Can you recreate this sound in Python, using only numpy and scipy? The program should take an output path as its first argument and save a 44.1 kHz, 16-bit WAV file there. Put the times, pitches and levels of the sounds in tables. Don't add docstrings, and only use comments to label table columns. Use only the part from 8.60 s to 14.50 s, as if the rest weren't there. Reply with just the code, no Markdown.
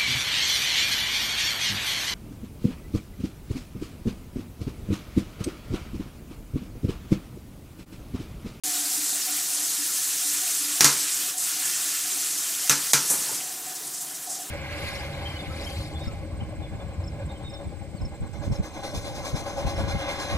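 import sys
import numpy as np
from scipy import signal
from scipy.fft import rfft, irfft, next_fast_len
from scipy.io import wavfile
from scipy.ndimage import uniform_filter1d, minimum_filter1d

SR = 44100
rng = np.random.default_rng(int(sys.argv[2]) if len(sys.argv) > 2 else 0)


def magnitude_from_level(level_db):
    exponent = np.asarray(level_db, float) / 20
    return 10 ** exponent


def output_pcm(signal):
    pcm = np.clip(np.atleast_2d(signal).T, -1, 1) * 32767
    wavfile.write(sys.argv[1], SR, np.round(pcm).astype(np.int16))


N = 260190
TIME = np.arange(N) / SR
START_S, TOP_HZ = 0.036, 16000


def rms_one(x):
    return x / np.sqrt(np.mean(x ** 2) + 1e-20)


def at_hz(points, hz):
    table = np.array(points)
    return np.interp(np.log(hz), np.log(table[:, 0]), table[:, 1])


def band_pass(x, order, low_hz, high_hz):
    return signal.sosfilt(signal.butter(order, [low_hz, high_hz], "band", fs=SR, output="sos"), x)


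def drift(rate_hz):
    r = np.exp(-40 * np.pi * rate_hz / SR)
    noise = rng.standard_normal(N // 20 + 2002)
    slow = signal.lfilter([1], [1, -2 * r, r * r], noise)[2000:]
    return np.interp(np.arange(N) / 20, np.arange(len(slow)), rms_one(slow))


def ring(x, hz, t60_s):
    r = magnitude_from_level(-60 / (t60_s * SR))
    w = 2 * np.pi * hz / SR
    return signal.lfilter([0, np.sin(w)], [1, -2 * r * np.cos(w), r * r], x + 1e-18)


def dying(start_s, rise_s, t60_s):
    age = np.maximum(TIME - start_s, 0)
    return (1 - np.exp(-age / rise_s)) * magnitude_from_level(np.maximum(-60 * age / t60_s, -120))


def tiles():
    t60_s = 0.25
    tail = rng.standard_normal(SR // 2) * magnitude_from_level(-60 * TIME[:SR // 2] / t60_s)
    return rfft(tail, next_fast_len(N))


def drops(room, per_s, spread_db, blur):
    sizes = magnitude_from_level(spread_db * np.minimum(rng.exponential(1, N), 4)) * rng.choice([-1, 1], N)
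    impacts = rms_one(sizes * (rng.random(N) < per_s / SR))
    far = rng.standard_normal((2, next_fast_len(N)))
    coloured = rms_one(irfft(rfft(far[0]) * room, far.shape[1]))
    echoes = coloured + 1.18 * far[1]
    return rms_one(impacts + blur * echoes[:N])


def bands(sources, low_hz, high_hz, gain):
    edges_hz = high_hz / 2 ** np.arange(0, np.log2(high_hz / low_hz) + .01, 1 / 4)
    out = np.zeros(N)
    for k, (high, low) in enumerate(zip(edges_hz, edges_hz[1:])):
        out += gain(np.sqrt(low * high)) * band_pass(sources[k % 2], 2, low, high)
    return out


def water(room, spectrum, low_hz, high_hz, per_s, spread_db, blur, patchy_db):
    together = drift(6.8)

    def flicker(hz):
        return magnitude_from_level(at_hz(spectrum, hz) + patchy_db * (0.51 * together + drift(22.4)))

    sources = [drops(room, per_s, spread_db, blur) for _ in range(2)]
    return rms_one(bands(sources, low_hz, high_hz, flicker))


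# (frequency [Hz], density [dB per Hz])
HISS = [(1760, -39), (3000, -9), (4710, -5), (7050, 0.5), (8280, 0.5), (13700, -8), (15200, -10.5),
        (15800, -15)]
# (time [s], water near the microphone [dB], share hitting bird and perch as fat drops [dB])
FLOW = [(0.04, -27.5, -0.5), (0.3, -27, -1.1), (1.3, -26.5, -1.5), (2.1, -26.5, 0.8), (2.54, -25.5, 1),
        (2.69, -27, .6), (2.76, -34.5, -2.5), (2.80, -30.5, -4), (2.83, -27.5, 1.7), (3.34, -26, 1.2),
        (3.45, -28, .6), (4.1, -28.5, 2), (4.47, -28.5, 0), (4.64, -28.5, 1), (4.87, -33.5, 3),
        (4.96, -38.5, 2.5), (5.4, -36, -3), (5.9, -42.5, 4.5)]


def fine_hiss(room):
    time_s, near_db, _ = np.transpose(FLOW)
    spray = water(room, HISS, 3300, TOP_HZ + 600, per_s=3000, spread_db=4.0, blur=1.34, patchy_db=1.17)
    return magnitude_from_level(np.interp(TIME, time_s, near_db)) * spray


# (frequency [Hz], density [dB per Hz])
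SPLASH = [(500, -45), (850, -38), (924, -39.5), (1040, -12.5), (1350, -6.5), (1940, -6.5), (4500, -3),
          (5850, -30), (9900, -120)]


def coarse_splash(room):
    lag_s, full_db, full_flow_db, follows = 0.0095, -41, -27, 1.15
    time_s, near_db, fat_db = np.transpose(FLOW)
    level_db = full_db + fat_db + follows * (near_db - full_flow_db)
    splash = water(room, SPLASH, 799, 3503, per_s=830, spread_db=0.5, blur=2.8, patchy_db=1.8)
    return magnitude_from_level(np.interp(TIME - lag_s, time_s, level_db)) * splash


# (frequency [Hz], density [dB per Hz])
RUNOFF = [(60, -28), (110, -53), (150, -1.5), (220, -9.5), (350, 1), (480, -8.5), (700, -3.5), (1000, -6),
          (1400, -11)]


def runoff(room):
    return magnitude_from_level(-52) * water(room, RUNOFF, 60, 1300, per_s=400, spread_db=3.0, blur=1.6, patchy_db=1.5)


# (frequency [Hz], density [dB per Hz])
FAR = [(600, -30), (900, -23), (1400, -4), (2400, -12.5), (3500, -6.5), (5800, -11), (7500, -2.5),
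       (12000, -5), (15800, -7.5)]


def far_spray(room):
    return magnitude_from_level(-40) * water(room, FAR, 850, TOP_HZ + 600, per_s=4000, spread_db=3.5, blur=2.0, patchy_db=1.6)


def drain_tone(hz, width_hz):
    t60_s = 1.55 / width_hz
    tone = rms_one(ring(ring(rng.standard_normal(N), hz, t60_s), hz, t60_s))
    power = uniform_filter1d(tone ** 2, size=1500)
    return rms_one(tone / (power + 0.28) ** 0.35)


def gulps(rows):
    attack_s, t60_s, trickle_db = 0.0048, 0.16, -62
    level = magnitude_from_level(trickle_db)
    for start_s, hold_s, db in rows:
        swell = 1 - np.exp(-np.maximum(TIME - start_s, 0) / attack_s)
        decay = magnitude_from_level(-60 * np.clip(TIME - start_s - hold_s, 0, 1) / t60_s)
        level = level + magnitude_from_level(db) * swell * decay
    return level


# (frequency [Hz], width [Hz])
DRAIN = [(293, 14.6), (738, 40.5)]
# (time [s], hold [s], level [dB])
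LOW_GULPS = [(0.035, .26, -49.5), (0.373, 0.057, -46.5), (0.52, 0.047, -48), (0.67, 0.093, -51.5),
             (0.924, 0.11, -53.5), (1.183, 0.037, -46), (1.452, .1, -62), (1.643, 0.15, -53),
             (1.997, .15, -51.5), (2.38, 0.079, -55), (2.585, 0.059, -52), (2.9, 0.12, -60),
             (3.245, 0.068, -58), (3.437, 0.036, -55), (3.545, 0.048, -51.5), (3.73, .07, -56),
             (3.898, 0.058, -53), (4.143, 0.045, -47), (4.706, .04, -57), (4.88, .07, -58),
             (5.033, 0.032, -56), (5.225, 0.041, -63), (5.47, 0.057, -60), (5.83, 0.046, -56)]
# (time [s], hold [s], level [dB])
HIGH_GULPS = [(0.04, 0.22, -48.5), (0.31, 0.036, -52.5), (0.44, 0.032, -58), (0.52, 0.046, -53),
              (0.67, 0.018, -40), (0.77, 0.064, -53), (0.87, 0.16, -56), (1.37, 0.032, -58),
              (1.61, 0.038, -55), (1.8, .09, -52), (2.15, .05, -49), (2.5, 0.031, -60), (2.63, .04, -54),
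              (2.74, 0.048, -49.5), (2.96, .05, -51), (3.17, 0.057, -56), (3.44, 0.023, -51),
              (3.56, .05, -57), (4.04, .06, -48.5), (4.78, 0.14, -52), (4.97, 0.03, -50),
              (5.06, 0.084, -48), (5.22, 0.034, -49), (5.4, 0.12, -56.5), (5.669, 0.043, -42.5),
              (5.76, 0.05, -45)]


def drain():
    return sum(gulps(rows) * drain_tone(hz, width_hz)
               for (hz, width_hz), rows in zip(DRAIN, [LOW_GULPS, HIGH_GULPS]))


# (frequency [Hz], level [dB], t60 [s])
ROOM_MODES = [(140.8, 3.5, 0.25), (178.6, -14, 0.53), (291.3, -1.5, 0.22), (363, -24, .25),
              (457, -8.5, 0.26), (881, -3, 0.31), (1170, -14, 0.18), (1340, 4.5, 0.2), (1560, -2, 0.18),
              (996, -8, 0.39)]


def room_hum():
    stir = rng.standard_normal(N)
    return magnitude_from_level(-67) * rms_one(sum(magnitude_from_level(db) * ring(stir, hz, t60_s) for hz, db, t60_s in ROOM_MODES[:2]))


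KNOCK_S = [2.2074, 2.2441, 4.0957, 4.3335]
# (crack level [dB], crack ring [Hz], echo level [dB], boom level [dB])
KNOCKS = [(-2, 6060, -16.5, -36.5), (0, 6550, -16.5, -30), (-3.5, 6210, -17, -32), (-2.5, 6420, -17, -31.5)]
# (delay [s], level [dB])
NEAR_TILES = [(0, 1.5), (.0028, -5), (.0063, -24), (.0098, -40), (.017, -15), (0.025, -19)]


def knock_cracks():
    out = np.zeros(N)
    fade = np.exp(-(TIME[:400] / .0021) ** 3)
    for s, (crack_db, hz, *_) in zip(KNOCK_S, KNOCKS):
        for delay_s, db in NEAR_TILES:
            noise = rng.standard_normal(800)
            ringing = rms_one(ring(noise, hz, 0.0043)[400:])
            ringing = ringing + 0.53 * rms_one(ring(noise, 1.32 * hz, 0.0036)[400:])
            at = round((s + delay_s) * SR)
            out[at:at + 400] += magnitude_from_level(crack_db + db - 3) * np.tanh(2 * ringing) * fade
    return out


# (frequency [Hz], density [dB per Hz])
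ECHO = [(88, -29), (150, -18), (205, -6.5), (466, -11), (662, -19), (1450, -0.5), (1980, -2.5), (3290, -6),
        (6260, 1.5), (12900, -6), (16000, -91)]
# (frequency [Hz], t60 [s])
ECHO_T60 = [(150, 0.32), (700, 0.51), (2000, 0.23), (5000, 0.36), (13000, 0.2)]


def knock_echoes(room):
    tilt_db_per_octave = -0.57

    def cloud(hz):
        shift_db = 7.5 + tilt_db_per_octave * np.log2(hz / 4000)
        t60_s = at_hz(ECHO_T60, hz)
        decays = sum(magnitude_from_level(echo_db + shift_db) * dying(s, 0.0014, t60_s)
                     for s, (_, _, echo_db, _) in zip(KNOCK_S, KNOCKS))
        return magnitude_from_level(at_hz(ECHO, hz)) * decays

    return bands([drops(room, 2500, 4.5, .8) for _ in range(2)], 150, TOP_HZ + 600, cloud)


def knock_booms():
    swell_s = 0.034
    out = np.zeros(N)
    for k, (hz, db, t60_s) in enumerate(ROOM_MODES):
        blows = np.zeros(N)
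        for s, (*_, boom_db) in zip(KNOCK_S, KNOCKS):
            blows[round(s * SR)] = magnitude_from_level(boom_db + db) * (-1) ** k
        out += ring(ring(blows, hz, t60_s), hz, swell_s) * 2 * np.log(1000) / (swell_s * SR)
    return out


SHAKE_RISE_S = 0.0062
# (time [s], level [dB], centre [Hz], t60 [s])
SHAKES = [(2.772, -28, 8100, 0.48), (3.052, -21.5, 8100, .11), (4.45, -36, 8400, .6),
          (4.475, -32, 8540, 0.38), (4.497, -22, 8800, 0.21), (4.53, -40, 8850, .5), (4.66, -48, 8000, .25),
          (4.715, -45, 7000, .35), (4.74, -32, 7400, .28), (5.05, -40.5, 6600, 0.42),
          (5.09, -45, 5530, .27), (5.15, -31.5, 6500, .11), (5.265, -30, 8450, .091),
          (5.31, -37, 8000, 0.075), (5.333, -34.5, 7150, 0.32), (5.405, -34, 9000, .22),
          (5.541, -34.5, 6960, 0.22), (5.622, -36, 8100, .19), (5.66, -41, 7000, 0.33),
          (5.694, -31.5, 7580, 0.35), (5.74, -39.5, 5360, 0.29), (5.8, -41, 9050, .16)]


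def shake_puffs(room):
    fall_db = 29

    def puff(hz):
        return sum(magnitude_from_level(db + 11 - fall_db * np.log2(hz / centre_hz) ** 2) * dying(s, SHAKE_RISE_S, t60_s)
                   for s, db, centre_hz, t60_s in SHAKES)

    return bands([drops(room, 2500, 4.0, 1.1) for _ in range(2)], 2500, TOP_HZ + 600, puff)


# (time [s], level [dB])
WING_BEATS = [(4.49, -41), (4.5, -35), (4.53, -50), (4.583, -50), (4.605, -52), (4.66, -45), (4.715, -43.5)]


def body_thuds(room):
    thud_db, beat_t60_s = -26.5, 0.33
    thud = rms_one(band_pass(drops(room, 540, 1.7, 1.0), 2, 90, 1500))
    push = sum(magnitude_from_level(db + thud_db) * dying(s, SHAKE_RISE_S, t60_s) for s, db, _, t60_s in SHAKES)
    push = push + sum(magnitude_from_level(db) * dying(s, SHAKE_RISE_S, beat_t60_s) for s, db in WING_BEATS)
    return thud * push


# (time [s], level [dB], frequency [Hz], t60 [s])
PLOPS = [
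    (4.692, -30, 890, 0.065),
    (4.714, -31.5, 418, 0.04),
]


def plops():
    return sum(magnitude_from_level(db) * dying(s, 0.001, t60_s) * np.sin(2 * np.pi * hz * (TIME - s))
               for s, db, hz, t60_s in PLOPS)


def scene():
    room = tiles()
    shower = fine_hiss(room) + coarse_splash(room) + runoff(room) + far_spray(room) + drain() + room_hum()
    knocks = knock_cracks() + knock_echoes(room) + knock_booms()
    bird = shake_puffs(room) + body_thuds(room) + plops()
    return np.tile(shower + knocks + bird, (2, 1))


def drop_weak_lines(x):
    weak_db, swing_db, from_hz = -11, 1.5, 11000
    window = signal.windows.cosine(2048)
    hz, _, z = signal.stft(x, SR, window, 2048, 1024)
    main = (hz > 6000) & (hz < 10000)
    hiss = minimum_filter1d(np.sqrt(np.mean(np.abs(z[0, main]) ** 2, axis=0)), size=3)
    limit = hiss * magnitude_from_level(weak_db + swing_db * rng.standard_normal(len(hiss)))
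    kept = (uniform_filter1d(np.abs(z), size=3, axis=1) > limit) | (hz < from_hz)[:, None]
    return signal.istft(z * kept, SR, window, 2048, 1024)[1][:, :N] * (TIME > START_S)


# (from [s], to [s], level [dB])
STARVED = [
    (4.0885, 4.0945, -9),
    (4.3205, 4.3325, -22),
]


def starve(x):
    kept = signal.sosfiltfilt(signal.butter(3, [5000, 12000], "band", fs=SR, output="sos"), x)
    loss = sum((1 - magnitude_from_level(db)) * ((TIME > start_s) & (TIME < end_s)) for start_s, end_s, db in STARVED)
    return x - uniform_filter1d(loss, size=60) * (x - kept)


# (time [s], centre [Hz])
FILLED = [(0.346, 13800), (0.346, 6270), (0.346, 8270), (0.624, 4720), (0.624, 5790), (1.047, 5470),
          (1.092, 4700), (1.208, 5170), (1.392, 7580), (2.045, 4950), (2.996, 6940), (3.206, 10310),
          (3.297, 10340), (3.297, 11710), (3.53, 11050), (3.53, 11750), (3.53, 6910), (3.784, 5750),
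          (3.784, 12380), (4.201, 11030), (4.27, 8960), (4.786, 5170), (5.388, 5730), (5.388, 11030),
          (5.388, 13760), (5.828, 5750)]


def noise_fill(x):
    width_share, widest_hz, fill_db = 0.2, 1360, 0.5
    side = np.zeros(N)
    hz = np.arange(1025) * SR / 2048
    window = signal.windows.kaiser(2048, 9)
    for s, centre_hz in FILLED:
        band = np.abs(hz - centre_hz) < min(width_share * centre_hz, widest_hz) / 2
        at = round(s * SR / 1024) * 1024 - 1024
        level = np.std(irfft(rfft(x[at:at + 2048]) * band))
        noise = rms_one(irfft(rfft(rng.standard_normal(2048)) * band))
        side[at:at + 2048] += magnitude_from_level(fill_db) * level * noise * window
    return side * [[1], [-1]]


def roll_off(x):
    return signal.sosfilt(signal.butter(12, 16820, fs=SR, output="sos"), x)


def record(dry):
    overload = 0.6
    x = signal.sosfilt(signal.butter(3, 105, "high", fs=SR, output="sos"), dry) * (TIME > START_S)
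    x = x / (1 + np.abs(x / overload) ** 6) ** (1 / 6)
    x = signal.sosfilt(signal.cheby2(16, 60, TOP_HZ + 250, fs=SR, output="sos"), x)
    x = starve(drop_weak_lines(x))
    mix = x + noise_fill(x[0])
    return roll_off(mix)


dry = scene()
out = record(dry)
output_pcm(out)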